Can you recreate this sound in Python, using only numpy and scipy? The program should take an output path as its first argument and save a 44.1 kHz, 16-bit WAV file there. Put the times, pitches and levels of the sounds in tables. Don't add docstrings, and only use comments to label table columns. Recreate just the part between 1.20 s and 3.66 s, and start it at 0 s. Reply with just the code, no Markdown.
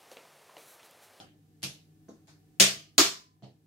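import sys
import numpy as np
from scipy import signal
from scipy.fft import rfft, irfft, next_fast_len
from scipy.io import wavfile
from scipy.ndimage import uniform_filter1d

SR = 44100
rng = np.random.default_rng(int(sys.argv[2]) if len(sys.argv) > 2 else 0)


def invert_db(x):
    u = np.asarray(x, float) / 20
    return 10 ** u


def to_wav(sig):
    pcm = np.clip(np.atleast_2d(sig), -1, 1) * 32767
    pcm = np.round(pcm).astype(np.int16)
    wavfile.write(sys.argv[1], SR, pcm.T)


N = 108486


def unit(x):
    return x / np.sqrt(np.mean(x ** 2) + 1e-20)


def along(points, hz):
    f, v = np.transpose(points)
    return np.interp(np.log(hz + 1), np.log(f + 1), v)


def filtered(x, response):
    m = next_fast_len(x.shape[-1] + 8192)
    spectrum = rfft(x, m) * response(np.fft.rfftfreq(m, 1 / SR))
    return irfft(spectrum, m)[..., :x.shape[-1]]


def causal(tone, size=2048):
    level = invert_db(along(tone, np.fft.rfftfreq(size, 1 / SR)))
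    cepstrum = irfft(np.log(level + 1e-4), size)
    fold = np.r_[1, 2 * np.ones(size // 2 - 1), 1, np.zeros(size // 2 - 1)]
    impulse = irfft(np.exp(rfft(cepstrum * fold)), size)[:size // 2]
    return impulse / np.linalg.norm(impulse)


# (frequency [Hz], left-right correlation [-1..1])
LIKENESS = [(40, 0.74), (100, 0.81), (200, 0.78), (400, 0.94), (800, 0.063), (1500, 0.011), (16000, 0.0067)]


def paired(pair):
    def mid_side_gains(hz):
        angle = np.arccos(np.clip(along(LIKENESS, hz), -1, 1)) / 2
        return np.array([np.cos(angle), np.sin(angle)])
    mid, side = filtered(pair, mid_side_gains)
    return np.array([mid + side, mid - side])


# (frequency [Hz], density [dB per Hz])
AIR = [(15, -53.5), (25, -19), (149, -7), (263, -9), (301, 1), (335, -25.5), (373, -12.5), (659, -30),
       (16000, -35.5)]
AIR_DB = -64.5
# (centre [Hz], width [Hz], level [dB])
DRONE = [(99, 3.4, -75.5), (150, 22, -70), (196, 75, -85.5), (311, 15, -70), (455, 22, -83.5),
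         (750, 71, -79.5), (1750, 30, -88.5)]
# (frequency [Hz], level [dB])
HUM = [(99.5, -68.5), (156, -64.5)]
# (time [s], gain [dB])
SWELL = [(0, -3), (.6, -1.5), (1, -1.5), (1.4, -1), (1.8, -3.5), (2.1, -6.5), (2.46, -5.5)]


def background():
    t = np.arange(N) / SR
    air = paired(rng.standard_normal((2, N)))
    out = invert_db(AIR_DB) * unit(filtered(air, lambda hz: invert_db(along(AIR, hz))))
    for centre_hz, width_hz, db in DRONE:
        noise = paired(rng.standard_normal((2, N)))
        band = filtered(noise, lambda hz: 1 / (1 + ((hz - centre_hz) / width_hz * 2) ** 2))
        out = out + invert_db(db) * unit(band)
    for hz, db in HUM:
        out = out + invert_db(db) * np.sqrt(2) * np.sin(2 * np.pi * hz * t)
    return invert_db(np.interp(t, *np.transpose(SWELL))) * out


# (frequency [Hz], t60 [s])
ROOM_T60 = [(300, 0.42), (1000, 0.28), (2000, 0.33), (3000, 0.32), (3800, 0.3), (4900, 0.32), (9000, 0.27),
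            (15000, 0.28)]
# (frequency [Hz], level [dB])
ROOM_TONE = [(500, 1), (2000, -3), (8000, -0.5), (10000, -1), (16000, -3)]
PATCHY_DB, ROOM_RISE_S = 3, 0.0049
SPIKY_DB, SPIKY_T60_S = 3.5, .2
EARLY_DB, EARLY_T60_S = -1, 0.018


def kitchen():
    size = SR * 3 // 8
    hz, t, z = signal.stft(rng.standard_normal((2, size)), SR, nperseg=256)
    patches = uniform_filter1d(rng.standard_normal(z.shape[1:]), size=3, axis=0)
    patches = unit(uniform_filter1d(patches, size=24, axis=1))
    decay_db = along(ROOM_TONE, hz)[:, None] - 60 * t / along(ROOM_T60, hz)[:, None]
    tail = signal.istft(z * invert_db(PATCHY_DB * patches + decay_db), SR, nperseg=256)[1][:, :size]

    t = np.arange(size) / SR
    spikes = unit(uniform_filter1d(rng.standard_normal(size), size=40))
    echoes = invert_db(SPIKY_DB * invert_db(-60 * t / SPIKY_T60_S) * spikes)
    rise = 1 - np.exp(-t / ROOM_RISE_S)
    early = 1 + invert_db(EARLY_DB - 60 * t / EARLY_T60_S)
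    tail = paired(tail) * echoes * rise * early
    return tail / np.linalg.norm(tail[0])


# (frequency [Hz], left over right [dB])
LEAN = [(150, -3.2), (330, 4), (600, -3.5), (1200, -3.2)]
BOOM_RISE_S, LONGEST_T60_S = .005, .6
BEAT_DB, FLUTTER = 6, .35
SPACING_S = 0.00023
PUSH_DB, PUSH_S = 4, 0.00054


def board_boom(modes, t):
    side = np.array([[1], [-1]])
    skew = rng.normal(0, 1, len(modes))
    wander = np.cumsum(rng.standard_normal((len(modes), len(t))), 1)
    drift_rad = FLUTTER * uniform_filter1d(wander, size=400) / np.sqrt(SR / 20)
    boom = np.zeros((2, len(t)))
    for (hz, db, t60), k, drift in zip(modes, skew, drift_rad):
        beat_db = BEAT_DB * np.sin(hz / 4 * t + 2 * k) * (hz > 220)
        decay_db = -60 * t / min(t60, LONGEST_T60_S)
        level_db = db + along(LEAN, hz) / 2 * side + beat_db + decay_db
        delayed_s = t + SPACING_S / 2 * k * side
        boom += invert_db(level_db) * np.sin(2 * np.pi * hz * delayed_s + drift)
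    push = (t / PUSH_S) * (2 - t / PUSH_S) * np.exp(-t / PUSH_S)
    return boom * (1 - np.exp(-t / BOOM_RISE_S)) + invert_db(PUSH_DB) * push


LEAD = SR // 10
CRACK_T60_S = 0.0072
RING_DB, RING_T60_S = -2, 0.011
ROOM_RING_DB, ROOM_RING_T60_S = -15, .003


def move(contacts, tone, modes, room_db):
    out = np.zeros((2, N + SR))
    t = np.arange(SR // 2) / SR
    colour = causal(tone)[None]
    boom = board_boom(modes, t)
    for s, crack_db, boom_db, ring_hz in contacts:
        noise = rng.standard_normal((2, len(t))) * invert_db(-60 * t / CRACK_T60_S)
        phase = rng.random((2, 1)) / 4
        ring = invert_db(RING_DB - 60 * t / RING_T60_S) * np.sin(2 * np.pi * (ring_hz * t + phase))
        crack = signal.fftconvolve(noise, colour, axes=1)[:, :len(t)] + ring

        room_ring = unit(invert_db(-60 * t / ROOM_RING_T60_S) * np.sin(2 * np.pi * ring_hz * t))[:1024]
        sent = colour + invert_db(ROOM_RING_DB) * room_ring / np.sqrt(len(t))
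        wet = signal.fftconvolve(kitchen(), sent, axes=1)
        wet = np.pad(wet, ((0, 0), (0, len(t))))[:, :len(t)]
        wet = wet * np.linalg.norm(crack) / np.sqrt(2)

        at = round(s * SR) + LEAD
        out[:, at:at + len(t)] += invert_db(crack_db) * (crack + invert_db(room_db) * wet) + invert_db(boom_db) * boom
    return out[:, LEAD:LEAD + N]


# (time [s], crack [dB], boom [dB], ring [Hz])
EARLIER = [
    (0.0011, -40, -43, 3260),
]
# (frequency [Hz], density [dB per Hz])
EARLIER_TONE = [(180, -19), (300, -25), (379, -25.5), (725, -19), (946, -27.5), (3130, -29), (16000, -48.5)]
# (frequency [Hz], level [dB], t60 [s])
EARLIER_BOOM = [(190, -4, 0.11), (308.6, -12, 0.28), (665, 1, 0.077), (743, -5, 0.16), (788, -9, 0.18)]
# (time [s], crack [dB], boom [dB], ring [Hz])
PUT_ASIDE = [
    (.421, -49, -59, 4500),
    (.4272, -45, -47, 8000),
    (.4305, -27, -39, 10230),
    (.4332, -34, -55.5, 5300),
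    (.4365, -27, -42, 3000),
    (.4392, -26, -46, 4400),
]
# (frequency [Hz], density [dB per Hz])
PUT_ASIDE_TONE = [(150, -5), (300, -12.5), (1600, -10.5), (3000, -2), (5500, -1.5), (8000, -9.5),
                  (12500, -8), (13100, -63)]
# (frequency [Hz], level [dB], t60 [s])
PUT_ASIDE_BOOM = [(138.3, 4, 0.27), (189.4, 2.5, 0.21), (318, -2.5, 0.099), (650, -34, 0.16)]
# (time [s], crack [dB], boom [dB], ring [Hz])
LIFT = [
    (.8845, -53.5, -48.5, 1500),
    (.8882, -51, -86, 6340),
]
# (frequency [Hz], density [dB per Hz])
LIFT_TONE = [(120, -16), (250, 10), (700, 0), (1500, -6), (2400, -22), (5000, -13.5), (6500, -16),
             (16000, -40)]
# (frequency [Hz], level [dB], t60 [s])
LIFT_BOOM = [(204, 2, 0.26), (239, 7.5, 0.15), (316.7, -3, 0.42), (465, -9, 0.23), (660, -6.5, 0.19),
             (1055, -15, 0.27), (1500, -20, 0.23)]
# (time [s], crack [dB], boom [dB], ring [Hz])
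SLIDE = [
    (1.072, -57.5, -88, 7100),
    (1.08, -55.5, -63.5, 5300),
    (1.088, -59.5, -69, 7350),
    (1.097, -64.5, -88, 4800),
]
# (frequency [Hz], density [dB per Hz])
SLIDE_TONE = [(290, -43.5), (500, -12), (659, -8), (2290, -11), (3020, -17.5), (3390, -11.5), (4870, -9.5),
              (16000, -30)]
# (frequency [Hz], level [dB], t60 [s])
SLIDE_BOOM = [(683, -2, 0.19), (813, 2, 0.091), (1160, -9, 0.22), (1500, -2, 0.18)]
# (time [s], crack [dB], boom [dB], ring [Hz])
JUMP = [
    (1.3992, -11, -27, 3000),
    (1.4002, -7, -64.5, 6900),
    (1.4035, -10, -65.5, 4000),
    (1.4052, -10, -54.5, 3400),
    (1.4202, -17, -60, 4500),
]
# (frequency [Hz], density [dB per Hz])
JUMP_TONE = [(150, -31.5), (550, -19), (850, -21.5), (2000, -10), (3000, -5), (5300, -6), (8600, -12),
             (9500, -14.5), (15500, -21.5)]
# (frequency [Hz], level [dB], t60 [s])
JUMP_BOOM = [(135, -4.5, 0.38), (194.5, 4, 0.28), (285, -7.5, .15), (332, -5, 0.14), (399, -7.5, 0.35),
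             (545, -6, 0.14), (640, -17.5, 0.36), (665, -8, 0.36), (715, -13, 0.067), (997, -18, .3),
             (1125, -11.5, 0.33), (1220, -19, 0.48)]
# (time [s], crack [dB], boom [dB], ring [Hz])
LAND = [
    (1.780, -10, -25, 6900),
    (1.782, -6, -60, 4200),
    (1.7857, -10, -60, 6900),
    (1.7955, -15, -60, 6900),
    (1.8035, -14, -60, 5300),
]
# (frequency [Hz], density [dB per Hz])
LAND_TONE = [(200, -26.5), (500, -27), (1150, -11), (2000, -14), (4200, -6.5), (6900, -10.5), (10000, -19),
             (16000, -21)]
# (frequency [Hz], level [dB], t60 [s])
LAND_BOOM = [(204.8, -16, 0.42), (255, -4, 0.062), (282.4, 2.5, 0.18), (309.4, -3.5, 0.15), (341.6, 5, .17),
             (401, -6, 0.33), (574, -9, .17), (672, -5, 0.27), (976, -13.5, 0.22), (1024, -13.5, 0.53),
             (1165, -14, .2), (1168, -5.5, 0.27), (1241, 1.5, 0.12), (1370, -8.5, .2)]
# (time [s], crack [dB], boom [dB], ring [Hz])
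SET_DOWN = [
    (2.2235, -58, -44, 3000),
    (2.2315, -52.5, -61, 4340),
    (2.236, -57.5, -74, 3370),
]
# (frequency [Hz], density [dB per Hz])
SET_DOWN_TONE = [(100, -14), (200, 4), (800, 3.5), (1520, -11), (2600, -8), (4240, -4), (8030, -24),
                 (16000, -43)]
# (frequency [Hz], level [dB], t60 [s])
SET_DOWN_BOOM = [(130.5, 4, 0.29), (200, 3, 0.21), (338, -13, 0.27), (398, -22, 0.16), (527, -24, .15),
                 (620, -17, 0.13), (690, -7.5, 0.15), (795, -27, 0.24)]
MOVES = [(EARLIER, EARLIER_TONE, EARLIER_BOOM), (PUT_ASIDE, PUT_ASIDE_TONE, PUT_ASIDE_BOOM),
         (LIFT, LIFT_TONE, LIFT_BOOM), (SLIDE, SLIDE_TONE, SLIDE_BOOM), (JUMP, JUMP_TONE, JUMP_BOOM),
         (LAND, LAND_TONE, LAND_BOOM), (SET_DOWN, SET_DOWN_TONE, SET_DOWN_BOOM)]
ROOM_DB = [7, 2, 10, 9.2, 6, 4, 9.5]
LOW_CUT_HZ = 110


def game():
    moves = sum(move(*parts, room_db) for parts, room_db in zip(MOVES, ROOM_DB))
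    return filtered(moves, lambda hz: (1j * hz / (LOW_CUT_HZ / 2 + 1j * hz)) ** 4)


def scene():
    return background() + game()


BUSY_DB, STARVED_HZ, STARVED_SHARE = -50, 8800, .33


def starved(x):
    hz, t, z = signal.stft(x, SR, nperseg=2048)
    hz = hz[:, None]
    level_db = 10 * np.log10(np.sum(np.abs(z[0]) ** 2 * (hz > 2000), axis=0) + 1e-12)
    busy = (level_db > BUSY_DB) & (np.roll(level_db, 2) > BUSY_DB)
    luck = rng.random((len(hz) // 16 + 1, len(t) // 2 + 1))
    luck = np.repeat(np.repeat(luck, 16, axis=0), 2, axis=1)[:len(hz), :len(t)]
    lost = busy & (luck < STARVED_SHARE * hz / 12000) & (hz > STARVED_HZ)
    return x - signal.istft(z * lost, SR, nperseg=2048)[1][:, :N]


def top_cut(x):
    return signal.sosfilt(signal.butter(12, 17020, fs=SR, output="sos"), x)


CEILING, TOP_HZ, SKIRT_HZ = .95, 15780, 30
OPEN_TOP_DB, OPEN_TOP_HZ, OPEN_SKIRT_HZ = -15, 16400, 80


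def record(dry):
    def low_pass(x, top_hz, skirt_hz):
        return filtered(x, lambda hz: invert_db(-6 * np.logaddexp(0, (hz - top_hz) / skirt_hz)))
    held = dry / (1 + np.abs(dry / CEILING) ** 6) ** (1 / 6)
    body = low_pass(held, TOP_HZ, SKIRT_HZ)
    loudest = uniform_filter1d(np.mean(held ** 2, axis=0), size=300) > invert_db(OPEN_TOP_DB) ** 2
    opening = uniform_filter1d(1.0 * loudest, size=200)
    top = low_pass((held - body) * opening, OPEN_TOP_HZ, OPEN_SKIRT_HZ)
    return top_cut(starved(body) + top)


dry = scene()
out = record(dry)
to_wav(out)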